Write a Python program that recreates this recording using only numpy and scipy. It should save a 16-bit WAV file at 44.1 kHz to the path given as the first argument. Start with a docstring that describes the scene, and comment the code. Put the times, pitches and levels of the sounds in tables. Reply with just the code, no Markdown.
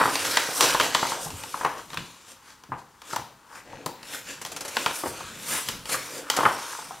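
"""Hollow pops and crumpling of bowed paper come at once, with a grainy hiss; large sheets are turned by hand.
Sliding is coloured grains under swelling gains; bending is grains ringing near 1 kHz plus low noise for wobble and air.
Pops, crease snaps and table bumps are short coloured bursts; a catching edge is a quick run of noise scrapes.
A soft low hum marks a sailing sheet. The small room adds a short tail and a faint steady noise."""
import sys
import numpy as np
from scipy import signal
from scipy.io import wavfile
from scipy.ndimage import uniform_filter1d

SR = 44100
rng = np.random.default_rng(int(sys.argv[2]) if len(sys.argv) > 2 else 0)


def to_wav(sig):
    """Store sig (one row per channel, or 1-D mono) as 16-bit WAV at the path in sys.argv[1].

    Samples outside -1..1 are clipped; the rate is SR.
    """
    pcm = np.clip(np.atleast_2d(sig), -1, 1) * 32767
    pcm = np.round(pcm).astype(np.int16)
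    wavfile.write(sys.argv[1], SR, pcm.T)  # frames by channels


N = 308700


def amp(db):
    """Decibels to gain."""
    return 10 ** (np.asarray(db) / 20)


def unit(x):
    """Scales to rms 1."""
    return x / np.sqrt(np.mean(x ** 2) + 1e-20)


def read(points, hz):
    """Interpolates a spectrum on a log-frequency axis."""
    f, value = np.transpose(points)
    return np.interp(np.log(hz + 1e-6), np.log(f), value)


def curve(points):
    """Interpolates a (t/s, value) table to one value a sample."""
    s, value = np.transpose(points)
    return np.interp(np.arange(N) / SR, s, value)


def add(mix, start_s, sound):
    """Adds a sound to the mix in place, cut at the end."""
    part = mix[max(round(start_s * SR), 0):][:len(sound)]
    part += sound[:len(part)]


def colour(x, points, stretch=1, size=2048):
    """Minimum-phase filter, so attacks stay sharp; stretch multiplies the frequencies of its spectrum."""
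    hz = abs(np.fft.fftfreq(size, 1 / SR)) / stretch
    log_gain = np.log(amp(read(points, hz)))
    response = np.exp(np.conj(signal.hilbert(log_gain)))
    taps = np.fft.ifft(response).real
    return signal.oaconvolve(x, taps[:size // 2])[:len(x)]


def noise(points, size=2048):
    """Steady coloured noise of rms 1."""
    return unit(colour(rng.standard_normal(N), points, size=size))


def grains(per_s, spread_db, smooth):
    """Tiny slips of uneven size over a bed of countless smaller ones."""
    size_db = spread_db * np.minimum(rng.exponential(1, N), 4)
    sizes = amp(size_db) * rng.choice([-1, 1], N)
    struck = rng.random(N) < per_s / SR
    return unit(unit(sizes * struck) + smooth * rng.standard_normal(N))


def flutter(depth_db, size):
    """Uneven contact pressure: random gain, smoothed twice over size samples."""
    drift = uniform_filter1d(uniform_filter1d(rng.standard_normal(N), size), size)
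    return amp(depth_db * unit(drift))


def burst(points, centre_hz, decay_s, size=4096):
    """Dying cluster of clicks, coloured; its strongest 3 ms have rms 1."""
    t = np.arange(size) / SR
    cluster = rng.choice([-1, 1], size) * np.exp(-t / max(decay_s, 1e-4))
    x = colour(cluster, points, centre_hz)
    return x / np.sqrt(uniform_filter1d(x ** 2, size=132, mode="constant").max())


def swell(peak_s, rise_s, fall_s, drop_db=10, roundness=1.26):
    """Power of one movement, peak 1: drop_db down one rise before the peak and one fall after it."""
    t = np.arange(0, N, 64) / SR - peak_s
    away = np.maximum(-t / max(rise_s, 1e-3), t / max(fall_s, 1e-3))
    return amp(-drop_db * away ** roundness) ** 2


def movements(rows):
    """Gain a sample of overlapping movements (t/s, rise/s, fall/s, level/dB); their powers add."""
    power = sum(amp(db) ** 2 * swell(s, rise, fall) for s, rise, fall, db in rows)
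    return np.interp(np.arange(N), np.linspace(0, N, len(power)), np.sqrt(power))


# room noise spectrum: f/Hz, level/dB
ROOM_TONE_SPECTRUM = [(15, -39), (25, 1), (205, -1), (275, -1), (746, -13.5), (809, 1.5), (1210, 1),
                      (2250, -12), (6800, -13.5), (15700, -23)]


def room_tone(level_db=-55.5):
    """Faint steady coloured noise of the quiet room."""
    return amp(level_db) * noise(ROOM_TONE_SPECTRUM, size=8192)


# turned sheet sailing over: peak t/s, rise/s, fall/s, level/dB
SAIL_MOVES = [(5.46, .17, .15, -47)]
# hum of the whole sheet: f/Hz, level/dB
SAIL_SPECTRUM = [(90, -31), (160, -8), (195, 0), (235, -8), (400, -38)]


def sailing():
    """The whole free sheet hums low while it swings through the air."""
    return movements(SAIL_MOVES) * noise(SAIL_SPECTRUM, size=8192)


# hand or slack sheet on the table: t/s, level before crest allowance/dB, f/Hz
TABLE_BUMPS = [(0.657, -23, 573), (1.258, -30.5, 169), (1.324, -30, 86), (1.973, -32, 167),
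               (2.69, -36, 140), (2.719, -33.5, 130), (2.73, -36, 276), (3.185, -34.5, 130),
               (3.862, -27.5, 260), (5.037, -22.5, 430), (5.058, -18.5, 450), (5.07, -32.5, 104),
               (5.238, -38.5, 85), (5.689, -30.5, 446), (6.409, -26, 560)]
# thud spectrum: f re its pitch [ratio], level/dB
THUD_SPECTRUM = [(.15, -33), (.5, 0), (1, 6.5), (2.2, -5), (5, -13.5), (16, -53)]


def bumps(crest_db=5, decay_cycles=2.94):
    """Soft blows on the table top; each dies within a few cycles, so low ones last longer."""
    out = np.zeros(N)
    for s, db, hz in TABLE_BUMPS:
        add(out, s, amp(db - crest_db) * burst(THUD_SPECTRUM, hz, decay_cycles / hz))
    return out


# edge catching and slipping: t/s, level before crest allowance/dB
EDGE_SLIPS = [(2.282, -41), (3.1276, -27.5), (4.415, -24.5), (4.461, -27), (4.518, -25.5), (4.5636, -22.5),
              (4.6075, -22), (4.6502, -23.5), (4.68, -24), (5.892, -21), (6.365, -14)]
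# scrape spectrum: f/Hz, level/dB
SCRAPE_SPECTRUM = [(60, -8), (400, 7.5), (1500, 3.5), (3000, 0), (6500, 2.5), (11000, -2), (16000, -18)]


def slips(crest_db=8, length_s=0.015, size=6000):
    """The edge lets go at once, scrapes for a moment and sticks again."""
    out = np.zeros(N)
    t = np.arange(size) / SR
    fade = np.exp(-(t / length_s) ** 2)
    for s, db in EDGE_SLIPS:
        scrape = unit(colour(rng.standard_normal(size), SCRAPE_SPECTRUM))
        add(out, s, amp(db - crest_db) * scrape * fade)
    return out


# sheet sliding over sheet: t of top speed/s, rise/s, fall/s, rasp level before trim/dB,
# hiss re rasp before trim/dB
SLIDE_STROKES = [(.03, 0.17, 0.68, -37.5, -5), (.33, 0.35, 0.23, -32, -6), (.58, 0.054, 0.061, -36.5, 4.5),
                 (.63, 0.033, 0.13, -23, -9), (.84, 0.044, 0.054, -30.5, -7.5),
                 (.98, 0.085, 0.11, -33, -11.5), (1.11, 0.14, 0.084, -37, -5), (1.24, 0.044, .04, -44, 3.5),
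                 (1.419, 0.31, 0.4, -47, -2.5), (1.61, 0.078, 0.084, -44.5, -4.5),
                 (1.782, .02, 0.037, -45, -13), (1.94, 0.074, 0.34, -50.5, -9.5),
                 (2.32, 0.071, 0.028, -50, -7.5), (2.49, .05, 0.073, -53, -9),
                 (2.79, 0.012, 0.025, -54, -9), (3.12, 0.054, 0.096, -42.5, -8),
                 (3.57, 0.058, 0.04, -49, -6), (3.72, 0.13, 0.75, -58, -15), (4.15, 0.068, 0.048, -38, -4),
                 (4.3, 0.049, 0.062, -39, -10), (4.5, 0.2, 0.17, -50, -9), (4.78, 0.095, 0.29, -39, -5.5),
                 (4.96, 0.044, 0.11, -45, 5.5), (5.09, 0.052, 0.021, -44, 2.5),
                 (5.16, 0.04, 0.42, -43, -10.5), (5.546, 0.089, 0.086, -33, -0.5),
                 (5.68, 0.039, 0.11, -41, -4.5), (5.934, 0.039, 0.029, -31, 0.5),
                 (6.01, 0.097, 0.15, -41, -6.5), (6.18, 0.077, 0.04, -40.5, -4.5),
                 (6.42, 0.093, 0.22, -38.5, -5.5), (6.72, 0.24, 0.27, -43, -4.5)]


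def rubbing():
    """How hard the sheets rub on each other."""
    return movements(row[:4] for row in SLIDE_STROKES)


# sheet bent: t of tightest bend/s, rise/s, fall/s, crumple level before trim/dB, wobble level/dB
SHEET_BENDS = [(.01, 0.06, 0.035, -15, -30), (.08, 0.071, 0.086, -29, -31.5), (.64, 0.036, 0.056, -41, -30),
               (.73, 0.074, 0.038, -29, -54), (0.839, 0.045, 0.055, -30, -31),
               (1.12, 0.072, 0.17, -38, -40.5), (1.63, 0.037, 0.085, -31, -39),
               (1.775, 0.034, 0.048, -35.5, -45), (1.98, 0.06, 0.043, -48, -65),
               (2.48, .04, .08, -48.5, -74), (2.735, .015, 0.043, -41, -45), (3.16, 0.088, 0.035, -41, -58),
               (3.59, 0.099, 0.03, -43, -55), (3.75, 0.1, .17, -47.5, -43),
               (4.14, 0.094, 0.027, -36.5, -52), (4.66, 0.16, 0.046, -43, -44.5),
               (4.89, 0.034, 0.049, -53, -42), (5.06, 0.04, 0.049, -42, -41),
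               (5.58, 0.051, 0.027, -32, -59), (5.92, 0.094, 0.063, -43, -45),
               (6.22, 0.19, 0.058, -46, -43), (6.38, 0.044, 0.06, -28.5, -47),
               (6.46, 0.12, 0.078, -24, -37), (6.7, 0.37, 0.12, -34, -74)]
# swinging sheet fanning the air: peak t/s, rise/s, fall/s, level before trim/dB
AIR_GUSTS = [(.76, 0.13, 0.15, -44), (1.33, 0.22, .08, -48), (2, 0.13, 0.045, -46),
             (2.74, 0.037, 0.045, -48.5), (4.45, 0.52, 0.38, -53), (5.25, 0.17, 0.33, -50),
             (5.69, 0.024, 0.17, -43.5), (6, 0.26, 0.15, -54), (6.93, .1, 0.16, -54)]
# hold on the sheet: t/s, power share of crumpling that rings higher [0-1]
TAUT_SHARE = [(3.55, 0), (3.7, 0.94), (4.3, 0.4), (4.498, 0.1), (5.9, 0.3), (6.3, 0.06)]
# spectra of crumpling, wobble and moved air: f/Hz, level/dB
CRUMPLE_SPECTRUM = [(200, -32), (600, -15), (720, -17), (880, -1.5), (1050, 0), (1300, -3.5), (1600, -5),
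                    (2000, -14.5), (3200, -20), (8000, -73)]
WOBBLE_SPECTRUM = [(100, -21), (210, -15), (275, 3.5), (350, -3.5), (500, 3), (650, -2.5), (850, -6),
                   (2000, -55.5)]
AIR_SPECTRUM = [(10, -12), (30, 5), (60, -4), (120, 3.5), (170, 6.5), (230, 2), (400, -11.5), (1500, -69)]


def bending(crumple_trim_db=-4.0, air_trim_db=-0.5, taut_factor=1.65,
            slide_crumple_db=-3, slide_wobble_db=-8, wobble_air_db=-11.5):
    """Small buckles ring near 1 kHz, higher when taut; wobble moves air, and sliding shakes the sheet too."""
    rub = rubbing()
    crumple_moves = movements(row[:4] for row in SHEET_BENDS)
    wobble_moves = movements((s, rise, fall, db) for s, rise, fall, _, db in SHEET_BENDS)
    crumple = np.hypot(crumple_moves, amp(slide_crumple_db) * rub)
    wobble = np.hypot(wobble_moves, amp(slide_wobble_db) * rub)
    fanning = np.hypot(movements(AIR_GUSTS), amp(wobble_air_db) * wobble)

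    def ringing(stretch):
        """Grains ringing the sheet, with its spectrum stretched."""
        return unit(colour(grains(per_s=520, spread_db=6.0, smooth=1.0), CRUMPLE_SPECTRUM, stretch))

    taut = np.clip(curve(TAUT_SHARE), 0, 1)
    ring = np.sqrt(1 - taut) * ringing(1) + np.sqrt(taut) * ringing(taut_factor)
    small = amp(crumple_trim_db) * crumple * ring
    broad = wobble * noise(WOBBLE_SPECTRUM)
    air = amp(air_trim_db) * fanning * noise(AIR_SPECTRUM, size=8192)
    return small + broad + air


# bowed sheet flipping: t/s, level/dB, f/Hz
SHEET_BUCKLES = [(.013, -12, 1050), (0.056, -15, 1180), (.078, -19.5, 950), (.488, -28, 830),
                 (.86, -29.5, 930), (1.029, -17, 1080), (1.052, -23, 1050), (1.12, -21, 1050),
                 (1.268, -30, 920), (1.5421, -22, 1020), (1.611, -24.5, 1110), (1.647, -16.5, 1230),
                 (1.66, -17.5, 1110), (2.7191, -24, 1020), (2.728, -31.5, 1110), (3.132, -25, 1090),
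                 (3.731, -37.5, 860), (4.146, -31, 1630), (4.909, -29, 1170), (5.036, -28, 990),
                 (5.065, -29, 905), (5.206, -34.5, 990), (5.585, -31.5, 1310), (5.9425, -23, 1370),
                 (6.374, -24, 910), (6.389, -16.5, 1120), (6.406, -20, 980), (6.432, -18, 830),
                 (6.453, -13.5, 1420), (6.462, -12, 965), (6.789, -34, 1000), (6.908, -30.5, 900)]
# hollow pop spectrum: f re its pitch [ratio], level/dB
POP_SPECTRUM = [(.04, -20.5), (.14, -14), (.45, -9), (.65, -9), (.87, 4), (1.08, 1), (1.5, -10), (1.9, -16),
                (3.2, -38.5), (9, -52)]


def buckles():
    """A bulge in the sheet flips over with a dull pop."""
    out = np.zeros(N)
    for s, db, hz in SHEET_BUCKLES:
        add(out, s, amp(db) * burst(POP_SPECTRUM, hz, decay_s=0.0049))
    return out


# crease snapping: t/s, crack level/dB, crack f/Hz, pop level/dB
CREASE_SNAPS = [(.155, -19, 4360, -26.5), (.25, -25.5, 3590, -27.5), (.371, -11, 3140, -19.5),
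                (.608, -11, 5200, -16), (0.7461, -26, 4000, -15.5), (.799, -17, 2900, -16.5),
                (.81, -17, 3380, -21), (.948, -14, 3700, -14), (1.304, -35, 5530, -33.5),
                (1.436, -32.5, 4750, -35.5), (1.6493, -25.5, 2580, -20), (1.903, -37.5, 3570, -46),
                (1.932, -33.5, 2690, -36), (1.943, -35, 5800, -33), (1.9729, -23.5, 2880, -32),
                (2.6368, -45.5, 4930, -44), (3.0178, -40.5, 4800, -45), (3.1612, -27, 5300, -21.5),
                (3.861, -27, 7900, -24.5), (4.03, -38, 4760, -50), (4.45, -28.5, 5300, -34),
                (4.7684, -17, 2460, -23), (4.8611, -17, 2630, -18.5), (5.687, -21, 5100, -44),
                (5.856, -32.5, 4740, -40), (6.3001, -14.5, 5200, -24.5)]
# crack spectrum: f re its centre [ratio], level/dB
CRACK_SPECTRUM = [(.03, -26), (.15, -5), (.42, -5), (.57, 0.5), (.75, -5), (1.02, -0.5), (1.3, -5),
                  (1.9, -11.5), (2.7, -15.5), (4, -26)]


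def snaps(pop_hz=1050, lag_s=0.001125):
    """High bending waves travel fastest: the crack comes first, the hollow pop just after."""
    out = np.zeros(N)
    for s, crack_db, hz, pop_db in CREASE_SNAPS:
        add(out, s, amp(crack_db) * burst(CRACK_SPECTRUM, hz, decay_s=0.0038))
        add(out, s + lag_s, amp(pop_db) * burst(POP_SPECTRUM, pop_hz, decay_s=0.0042))
    return out


# spectra of coarse rasp and fine hiss: f/Hz, level/dB
RASP_SPECTRUM = [(300, -21.5), (900, -6.5), (1400, 0.5), (1900, -1.5), (3200, -1.5), (5800, -2.5),
                 (7500, -4), (12000, -30)]
HISS_SPECTRUM = [(3000, -22), (5500, -5.5), (7000, -7), (8500, -3), (10000, -4.5), (12500, -8),
                 (14000, -15), (16000, -20)]


def sliding(rasp_trim_db=1.37, hiss_trim_db=4.5):
    """Fibres catch and let go; rasp and hiss share the pressure of the contact."""
    hiss = movements((s, rise, fall, db + fine_db) for s, rise, fall, db, fine_db in SLIDE_STROKES)
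    rasp_grains = unit(colour(grains(per_s=1600, spread_db=3.5, smooth=1.4), RASP_SPECTRUM))
    hiss_grains = unit(colour(grains(per_s=4000, spread_db=1.5, smooth=1.0), HISS_SPECTRUM))
    coarse = amp(rasp_trim_db) * rubbing() * rasp_grains
    fine = amp(hiss_trim_db) * hiss * hiss_grains
    return (coarse + fine) * flutter(depth_db=1.12, size=300)


def reshaping(x, depth_db=2.0, bins=9, frames=14):
    """Paper resonances shift as it changes shape: smoothed random gains over time and frequency."""
    z = signal.stft(x, nperseg=1024, noverlap=768)[2]
    patches = rng.standard_normal(z.shape[::-1])
    for _ in range(2):
        patches = uniform_filter1d(patches, bins, axis=1)
        patches = uniform_filter1d(patches, frames, axis=0)
    colours = unit(amp(depth_db * unit(patches.T)))
    return signal.istft(z * colours, nperseg=1024, noverlap=768)[1][:N]


# room decay: f/Hz, t60 before division by decay_speed/s
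ROOM_DECAY = [(100, 0.31), (500, 0.41), (1200, 0.23), (4000, 0.38), (9000, 0.17), (16000, 0.43)]


def echoes(gap_s, decay_speed, size=26000):
    """Scattered reflections of energy 1, each band dying at its own speed."""
    sparse = rng.random(size) < 5000 / SR
    after_gap = np.arange(size) > gap_s * SR
    taps = rng.choice([-1., 1.], size) * sparse * after_gap
    hz, t, z = signal.stft(taps, SR, nperseg=256)
    decay = amp(-60 * t * decay_speed / read(ROOM_DECAY, hz)[:, None])
    tail = signal.istft(z * decay, SR, nperseg=256)[1]
    return tail / np.linalg.norm(tail)


def room(sources, gap_s, decay_speed):
    """Reflected sound: each source meets its own pattern of reflections."""
    tails = [signal.oaconvolve(x, echoes(gap_s, decay_speed))[:N] for x in sources]
    return sum(tails) / np.sqrt(len(sources))


# stereo width: f/Hz, side filter level/dB
SIDE_SPECTRUM = [(60, -22), (130, -9.5), (300, -18), (1000, -20), (2200, -18), (4000, -29.5), (7000, -6),
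                 (9500, -6.5), (12000, -25)]
# where the hands work: t/s, left re right level/dB
HAND_PLACE = [(0.8, -0.1), (1.7, 1.7), (2.7, 1.5), (3.8, 2.7), (4.2, 1), (6.8, 0.6)]


def scene(rustle_wet_db=-6, blow_wet_db=-4, count=3):
    """All paper sounds in the room, at two closely spaced microphones."""
    tone = room_tone()
    rustle = sailing() + slips() + reshaping(bending() + sliding())
    # a sheet sends a different version of each blow in every direction; only the first is heard directly
    blows = [bumps() + buckles() + snaps() for _ in range(count)]
    sent = [amp(rustle_wet_db) * rustle + amp(blow_wet_db) * blow for blow in blows]
    mid = rustle + blows[0] + room(sent, gap_s=0.0046, decay_speed=0.76) + tone
    # early reflections from the sides differ between the microphones
    early = room([mid], gap_s=.0003, decay_speed=6)
    side = colour(early, SIDE_SPECTRUM)
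    lean = np.sqrt(amp(curve(HAND_PLACE)))
    return np.array([mid * lean + side, mid / lean - side])


# microphone response: f/Hz, level/dB
MIC_RESPONSE = [(20, -10), (60, -2), (1700, 0), (2400, 0), (3100, 0), (4000, -1)]


def record(dry, edge_hz=15800):
    """Microphone colour, then a steep linear-phase low-pass."""
    heard = np.array([colour(channel, MIC_RESPONSE, size=4096) for channel in dry])
    low_pass = signal.firwin(511, edge_hz, window=("kaiser", 9), fs=SR)
    return signal.oaconvolve(heard, low_pass[None], "same")


dry = scene()
out = record(dry)
to_wav(out)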